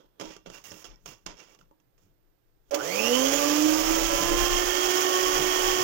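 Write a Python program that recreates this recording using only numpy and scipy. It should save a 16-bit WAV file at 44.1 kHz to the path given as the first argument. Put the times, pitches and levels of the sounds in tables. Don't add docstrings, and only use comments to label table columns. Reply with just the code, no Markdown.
import sys
import numpy as np
from scipy import signal
from scipy.fft import rfft, irfft
from scipy.io import wavfile

SR = 44100
rng = np.random.default_rng(int(sys.argv[2]) if len(sys.argv) > 2 else 0)


def unload_wav(signal):
    wavfile.write(
        sys.argv[1],
        SR,
        np.round(np.clip(np.atleast_2d(signal).T, -1, 1) * 32767).astype(np.int16),
    )


def undo_db(level):
    steps = np.asarray(level, float) / 20
    return 10 ** steps


N = 257103
TIME = np.arange(N) / SR
SWITCH_ON_S = 2.7
LOAD_FROM_S, LOAD_FULL_S = 3.7, 4.57
RUSH_TOP_DB = -32
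SLOTS = 12

# (time [s], speed [turns/s])
SHAFT_SPEED = [(2.72, 59.6), (2.8, 117.5), (2.88, 165.1), (2.93, 189.8), (3.0, 215.2), (3.08, 237.2),
               (3.17, 255.7), (3.27, 270.7), (3.4, 286.6), (3.55, 298.3), (3.85, 320.5), (4.0, 328.5),
               (4.4, 350.2), (4.6, 358.1), (5.0, 366.3), (5.2, 368.0), (5.4, 366.8), (5.82, 367.5)]
# (frequency [Hz], width [Hz], level [dB])
HOUSING_MODES = [(305, 24, -1), (462, 55, -4), (564, 20, 6)]
# (frequency [Hz], width [Hz], level on top [dB])
MOUNT_MODES = [(274.4, 20, -32.5), (305.2, 12.7, -21.5), (323.9, 4.9, -30), (346.4, 10.6, -39),
               (367.7, 31, -33)]
# (frequency [Hz], width [Hz], level on top [dB])
SHELL_MODES = [(440, 60, -27), (512, 60, -19), (574, 26, -24)]
# (frequency [Hz], width [Hz], level on top [dB])
STATOR_MODES = [(1474, 120, 5.7), (2710, 290, 5.2), (3000, 590, 2.6)]
# (frequency [Hz], width [Hz], level on top [dB])
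BRUSH_MODES = [(4700, 250, -4), (5650, 400, 5), (6450, 400, 4)]
# (mains beats off the tone [count], level [dB])
MAINS_SIDE_TONES = [(-1, -5), (0, 0), (1, -7), (2, -8)]
# (multiple of the shaft speed [count], level [dB])
COMMUTATOR_TONES = [(24, -29), (36, -37), (48, -26), (60, -40), (72, -27)]
# (multiple of the shaft speed [count], free level [dB], loaded level [dB], roughness [rad])
GEAR_TONES = [(3, -31, -25, .45), (4, -31, -31, .9), (5, -40, -25, 1.4), (6, -40, -32, 1.2),
              (8, -44, -30, 1.3), (9, -44, -28, .7)]
# (time [s], level [dB])
SWITCH_SPARKS = [
    (2.71, -39.5),
    (2.746, -29),
]
# (time [s], drone level [dB], slop level [dB])
BOWL_GRAZES = [(2.94, -30, -56), (3.08, -24, -58), (3.34, -25.5, -44.5), (3.8, -26, -42.5),
               (3.96, -36, -38), (4.138, -23.5, -50), (4.22, -26, -34.5), (4.34, -25, -42),
               (5.4, -27.5, -35), (5.67, -31.5, -57), (5.8, -34, -36)]
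# (time [s], scrape level [dB], drag length [s], bowl rub level [dB], dry crunch level [dB])
WIRE_LANDINGS = [
    (0.198, -49.5, 0.14, -43.5, -71.5),
    (0.46, -57, 0.017, -47, -80),
    (0.64, -50, .18, -75, -60),
    (0.845, -51, 0.022, -56, -66),
    (1.059, -48.5, 0.057, -59, -64),
    (1.262, -47.5, 0.029, -45, -85),
    (1.589, -71, .02, -67, -81),
    (1.98, -78, 0.082, -74, -86),
]
# (time of the top [s], scrape level [dB], bowl rub level [dB], dry crunch level [dB])
WIRE_SWEEPS = [(0.0, -70.5, -57, -100), (0.05, -91, -66, -100), (0.194, -92, -63.5, -105),
               (0.545, -47, -55, -64.5), (0.727, -66, -46.5, -82), (0.911, -59.5, -58.5, -92),
               (1.097, -66, -57, -67), (1.402, -49, -58, -72), (1.5, -60, -60, -76), (2.1, -90, -78, -100),
               (2.7, -75, -64, -81)]
# (frequency [Hz], width [Hz], level [dB])
WIRE_MODES = [(1370, 27, -22), (1910, 26, -0.5), (2300, 33, -1), (2760, 33, 4), (3360, 87, -9),
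              (5400, 240, -6.5)]
# (frequency [Hz], level [dB], time to fade by 60 dB [s])
BOWL_MODES = [(181, -2, 0.066), (316.6, -10.5, 0.32), (426, 5, 0.032), (556, -3, 0.049), (890, -3.5, 0.029),
              (1380, -2.5, 0.022), (1970, -29, 0.038), (2720, -6, 0.0098), (3300, -2, 0.021)]
# (time [s], peak level [dB], thud level [dB], crack level [dB])
KNOCK_EVENTS = [(0.198, -32.5, -7, -6.5), (0.211, -40.5, 2.5, 6), (0.22, -44.5, 9, -16),
                (0.255, -27, -17, -19), (0.365, -36.5, -14, -9.5), (0.461, -43, -8, -8),
                (0.472, -34, -2.5, -23), (0.5, -29, -18, -15.5), (0.553, -48, -27, -12),
                (0.64, -57, -25, -17), (0.717, -33.5, -8, -6.5), (0.843, -33, -37, -8),
                (0.853, -23.5, -39, -28), (1.059, -32, -13, -7.5), (1.263, -25.5, -19, -5.5),
                (1.27, -46, -25, -8), (1.393, -45, -39, -12), (1.436, -46, -15, -10),
                (1.548, -44.5, -26, -10), (1.589, -51, -18, -5), (1.612, -39, -36, -23),
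                (1.712, -63, 5, -13), (1.8, -63.5, -4, -6), (1.979, -62, -15, -5), (2.709, -57, -20, -4),
                (2.743, -32, -15, 5), (3.43, -27, -13, -15)]
# (time [s], shaking level [dB], slop level [dB])
BOWL_SHOVES = [
    (0.13, -72, -85),
    (0.29, -54, -57),
    (0.51, -45.5, -54),
    (0.73, -55, -47.5),
    (0.91, -52, -58),
    (1.09, -54, -50),
    (1.301, -49, -60),
    (1.62, -72, -57.5),
    (2.06, -79, -58),
    (2.6, -58, -80),
]
# (time [s], shaking level [dB])
COUNTER_BEARING = [(2.75, -87), (2.92, -62), (3.05, -60), (3.33, -46), (3.42, -56), (3.73, -45),
                   (3.87, -36.5), (4.42, -31), (4.6, -35), (4.8, -44.5), (5.05, -59), (5.33, -40),
                   (5.5, -45), (5.65, -41.5), (5.83, -50)]
# (frequency [Hz], gain [dB])
OPEN_PORT_TONE = [(60, -24.5), (110, -17), (200, -31), (300, -6), (1100, -8), (2200, -8), (3100, -5.5),
                  (4000, -15.5), (5300, -6), (6800, -4.5), (7800, -17.5), (11000, -21.5), (14800, -14),
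                  (16000, -12)]
# (frequency [Hz], gain [dB])
COVER_TONE = [(40, -33), (110, 4), (210, -9), (500, -1.5), (650, -7.5), (800, 6.5), (1150, 9.5), (1400, -6),
              (2300, -24.5), (3200, -22), (4000, -33.5), (4600, -85), (6000, -104.5), (16000, -53)]
# (frequency [Hz], level per Hz [dB])
HISS_TONE = [(35, -29), (60, -4), (127, 10), (176, -23), (301, 4.5), (1140, -13), (2900, -16.5),
             (4030, -19), (5210, -19), (7750, -23.5), (12700, -25), (14600, -6.5), (16000, -37)]
# (frequency [Hz], difference [dB])
HISS_LEFT_TONE = [(60, -12), (180, -11), (550, -8.5), (1650, 1), (4970, -42), (15000, -92)]


def motor():
    speed, = in_time(SHAFT_SPEED)
    rush_db, drone_db, hum_db = motor_levels(speed)
    since_on = TIME - SWITCH_ON_S
    turn = 2 * np.pi * np.cumsum(speed) / SR

    flutter = undo_db(0.24 * drift(21) + 0.86 * drift(20)) * (1 + 0.052 * np.sin(turn))
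    air = undo_db(rush_db + 19.0) * flutter * grains(per_s=15000, spread_db=-0.5)
    rush = air + undo_db(-6.5 + 12.0 * load()) * resonate(air, 3218, 78)
    rush += undo_db(-6) * resonate(air, 5366, 53)
    rush += undo_db(-8 + 10 * load()) * resonate(air, 770, 70)
    rush -= undo_db(-14.5) * resonate(air, 906, 84)

    shake = undo_db(1.5 * drift(9)) * grains(per_s=6000, spread_db=1.5)
    housing = 0
    for hz, width_hz, db in HOUSING_MODES:
        load_tilt_db = -9.5 * load() * np.log2(hz / 430)
        housing = housing + undo_db(db + load_tilt_db) * resonate(shake, hz, width_hz)
    drone = undo_db(drone_db + 26) * housing

    running = np.clip((since_on - .008) / 0.0024, 0, 1)
    spun_up = np.clip((since_on - .04) / 0.051, 0, 1)
    hum_in = np.clip((since_on - .08) / 0.31, 0, 1)
    hum = undo_db(hum_db + 7.0 + 1.8 * drift(30)) * hum_in * np.sin(turn + 0.16 * drift(4.9))
    body = rush + drone + spun_up * shaft_tones(speed, turn)
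    return running * (colour(body, OPEN_PORT_TONE) + hum)


def motor_levels(speed):
    rush_db = RUSH_TOP_DB + 11 * np.log2(np.minimum(speed / 265, 1))
    free_db, loaded_db = -31.5, -33
    steady_db = free_db + load() * (loaded_db - free_db) - 0.5 * drift(24)
    steady_db += rush_db - RUSH_TOP_DB
    jolt_db = hump(SWITCH_ON_S + 0.038, -22, 470, 104)
    grazes = [hump(s, db, 211, 211) for s, db, _ in BOWL_GRAZES]
    sparks = [hump(s, db, 8000, 898) for s, db in SWITCH_SPARKS]
    return summed([rush_db] + sparks), summed([steady_db, jolt_db] + grazes), through(MOUNT_MODES, speed)


def shaft_tones(speed, turn):
    slot_db, bar_db = whine_levels(speed)
    tones = 0
    mains_beat_hz = 100
    for beats, db in MAINS_SIDE_TONES:
        off_hz = beats * mains_beat_hz
        level = undo_db(db + shell_level(2 * speed + off_hz) + 3 + 2.2 * drift(12))
        level = level * undo_db(-min(abs(beats), 1) * .6 * np.maximum(speed - 285, 0))
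        tones = tones + level * np.sin(2 * turn + 2 * np.pi * off_hz * TIME)
    beat = (1 + .7 * np.sin(2 * np.pi * mains_beat_hz * TIME)) * (1 + .7 * np.sin(turn))
    tones += undo_db(-26 + slot_db + 3.5 * drift(30)) * beat * np.sin(SLOTS * turn + .55 * drift(30))
    for multiple, db in COMMUTATOR_TONES:
        heard = multiple * speed < .45 * SR
        level = heard * undo_db(db + bar_db + 3.5 * drift(15))
        tones += level * np.sin(multiple * turn + .9 * drift(25))
    for multiple, free_db, loaded_db, rough in GEAR_TONES:
        level = undo_db(free_db + load() * (loaded_db - free_db) + 2 * drift(20))
        tones += level * np.sin(multiple * turn + rough * drift(35))
    return tones


def whine_levels(speed):
    above = np.maximum(SLOTS * speed / 3250 - 1, 0)
    slot_db = summed([through(STATOR_MODES, SLOTS * speed) - 120 * above, -24])
    bar_db = summed([through(BRUSH_MODES, 2 * SLOTS * speed) - 90 * above, -2])
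    return slot_db, bar_db + 24 * np.log2(np.minimum(speed / 185, 1))


def shell_level(hz):
    octaves_out = np.abs(np.log2(np.maximum(hz, 20) / np.clip(hz, 430, 580)))
    return summed([through(SHELL_MODES, hz) - 130 * octaves_out, -41])


def load():
    return np.clip((TIME - LOAD_FROM_S) / (LOAD_FULL_S - LOAD_FROM_S), 0, 1)


def stirring():
    scrape_db, rub_db, crunch_db = stroke_levels()
    by_hand = TIME < SWITCH_ON_S
    effort = undo_db(scrape_db + 15.0) * by_hand
    grit = undo_db(1.8 * drift(21)) * grains(per_s=9000, spread_db=0.0)
    scrape = passing(effort * grit, 6350, "low", order=4)
    crunch = passing(undo_db(crunch_db + 29.0) * by_hand * grit, 7300, "high", order=4)
    rattle = 0
    for hz, width_hz, db in WIRE_MODES:
        hits = effort * grains(per_s=330, spread_db=2.0)
        rattle = rattle + undo_db(db + 4 * drift(12)) * resonate(hits, hz, width_hz)
    rub = undo_db(rub_db + 2.0 * drift(50)) * by_hand * grains(per_s=2800, spread_db=-4.0)
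    wall = sum(undo_db(db) * ring(rub, hz, 0.41 * t60) for hz, db, t60 in BOWL_MODES)
    wires = colour(scrape + crunch + undo_db(6.0) * rattle, OPEN_PORT_TONE)
    return wires + undo_db(-19.0) * passing(wall, 240, "high", order=2)


def stroke_levels():
    scrape, rub, crunch = [], [], []
    lift = 222
    for s, scrape_db, drag_s, rub_db, crunch_db in WIRE_LANDINGS:
        t = TIME - s
        landed = 4 * np.exp(-np.abs(t) / 0.0094) - 27 * t
        down = np.where(t < 0, 6000 * t, landed)
        lifted = np.maximum(t - drag_s, 0)
        scrape.append(scrape_db + down - lift * lifted)
        rub.append(rub_db + down - 158 * np.maximum(t - 0.57 * drag_s, 0))
        crunch.append(crunch_db + down - 3.3 * lift * lifted)
    for s, *levels_db in WIRE_SWEEPS:
        for layer, db in zip([scrape, rub, crunch], levels_db):
            layer.append(hump(s, db, 318, 196))
    return summed(scrape), summed(rub), summed(crunch)


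def knocks():
    s, peak_db, thud_db, crack_db = np.transpose(KNOCK_EVENTS)
    at = np.round(s * SR).astype(int)
    luck = rng.standard_normal((len(s), len(BOWL_MODES)))
    bowl = np.zeros(N)
    for k, (hz, db, t60) in enumerate(BOWL_MODES):
        clicks = np.zeros(N)
        low_or_high_db = thud_db if hz < 1000 else -11
        clicks[at] = undo_db(peak_db + low_or_high_db + db + 1 + 4 * luck[:, k])
        bowl += ring(clicks, hz, t60)
    blows = np.zeros(N)
    blows[at] = undo_db(peak_db + crack_db + 17.5)
    fading = signal.lfilter([1], [1, -np.exp(-1 / (0.0054 * SR))], blows)
    crack = passing(fading * rng.standard_normal(N), 9200, "low", order=2)
    return passing(bowl, 207, "high", order=2) + colour(crack, OPEN_PORT_TONE)


def rumble():
    shaking_db, slop_db = rumble_levels()
    noise = rng.standard_normal((3, N))
    shaking = passing(noise[:2], [24, 35], "band", order=2)
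    shaking = rms_one(passing(shaking, 48, "low", order=2))
    slop = rms_one(passing(noise[2], [85, 200], "band", order=2))
    shaking_sides = undo_db(np.array([[0], [-28]]))
    slop_sides = undo_db(np.array([[-3], [1.5]]))
    return undo_db(shaking_db + 3.5) * shaking * shaking_sides + undo_db(slop_db - 5.5) * slop * slop_sides


def rumble_levels():
    bearing_db, = in_time(COUNTER_BEARING)
    smooth_db = -12 * (load() == 1)
    whipped_db = -49.5 + 0.18 * (bearing_db + 44) + smooth_db
    whipped_db = np.where(TIME > COUNTER_BEARING[0][0], whipped_db, -75.5)
    shaking, slop = [-69, bearing_db], [whipped_db]
    for s, shake_db, slop_db in BOWL_SHOVES:
        shove = hump(s, 0, 230, 230)
        shaking.append(shake_db + shove)
        slop.append(slop_db + shove)
    slop += [hump(s, db, 211, 211) for s, _, db in BOWL_GRAZES]
    return summed(shaking), summed(slop)


def kitchen(x):
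    t = np.arange(SR // 2) / SR
    t60_s = 0.17
    tail = rng.standard_normal(len(t)) * undo_db(-60 * t / t60_s) * (t > .004)
    return signal.fftconvolve(x, tail / np.sqrt(np.sum(tail ** 2)))[:N]


def covered_port(near):
    echoes = colour(kitchen(near), [(300, -12), (1200, -9), (2500, 0)])
    direct = colour(near, [(300, -8.5), (1500, -13.0), (3000, -14.5)])
    muffled = passing(colour(direct + echoes, COVER_TONE), 5200, "low", order=4)
    return np.interp(TIME - .00011, TIME, muffled)


def open_port(near):
    return near + undo_db(-14) * kitchen(near)


def hiss():
    right = colour(rng.standard_normal(N), HISS_TONE)
    left = colour(rng.standard_normal(N), HISS_TONE, HISS_LEFT_TONE)
    return undo_db(-72.5 + 3.5) * np.array([left, right]) / np.std(right)


def rms_one(x):
    return x / np.sqrt(np.mean(x ** 2) + 1e-20)


def in_time(rows):
    s, *columns = np.transpose(rows)
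    return [np.interp(TIME, s, column) for column in columns]


def colour(x, *spectra):
    size = 2 ** 14
    log_hz = np.log(np.maximum(np.fft.rfftfreq(size, 1 / SR), 1))
    db = 0
    for spectrum in spectra:
        hz, gain_db = np.transpose(spectrum)
        db = db + np.interp(log_hz, np.log(hz), gain_db)
    cepstrum = irfft(np.log(undo_db(db)))
    cepstrum[1:size // 2] *= 2
    cepstrum[size // 2 + 1:] = 0
    return signal.fftconvolve(x, irfft(np.exp(rfft(cepstrum))))[:N]


def drift(rate):
    r = np.exp(-80 * np.pi * rate / SR)
    noise = rng.standard_normal(N // 40 + 2002)
    slow = signal.lfilter([1], [1, -2 * r, r * r], noise)[2000:]
    return np.interp(np.arange(N) / 40, np.arange(len(slow)), rms_one(slow))


def resonate(x, hz, width_hz):
    r = np.exp(-np.pi * width_hz / SR)
    feedback = [1, -2 * r * np.cos(2 * np.pi * hz / SR), r * r]
    return signal.lfilter(np.array([1, 0, -1]) * (1 - r * r) / 2, feedback, x)


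def ring(clicks, hz, t60):
    r, w = undo_db(-60 / (t60 * SR)), 2 * np.pi * hz / SR
    return signal.lfilter([0, np.sin(w)], [1, -2 * r * np.cos(w), r * r], clicks + 1e-18)


def grains(per_s, spread_db):
    sizes = undo_db(spread_db * np.minimum(rng.exponential(1, N), 5)) * rng.standard_normal(N)
    return rms_one(sizes * (rng.random(N) < per_s / SR))


def passing(x, hz, kind, order):
    return signal.sosfilt(signal.butter(order, hz, kind, fs=SR, output="sos"), x)


def summed(levels_db):
    power = sum(np.exp(np.log(10) / 10 * db) for db in levels_db)
    return 10 * np.log10(power + 1e-30)


def hump(s, db, rise_db_per_s, fall_db_per_s):
    return db - np.where(TIME < s, rise_db_per_s * (s - TIME), fall_db_per_s * (TIME - s))


def through(modes, hz):
    grid = np.linspace(np.min(hz), np.max(hz), 2048)
    gain = np.abs(sum(undo_db(db) / (1 + 2j * (grid - top) / width) for top, width, db in modes))
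    return np.interp(hz, grid, 20 * np.log10(gain))


def scene():
    near = motor() + stirring() + knocks()
    return np.array([covered_port(near), open_port(near)]) + hiss() + rumble()


def band_limit(x):
    return signal.sosfilt(signal.butter(12, 16680, fs=SR, output="sos"), x)


def record(dry):
    top_cut = signal.ellip(14, .5, 80, 15850, fs=SR, output="sos")
    mix = signal.sosfilt(top_cut, dry)
    return band_limit(mix)


dry = scene()
out = record(dry)
unload_wav(out)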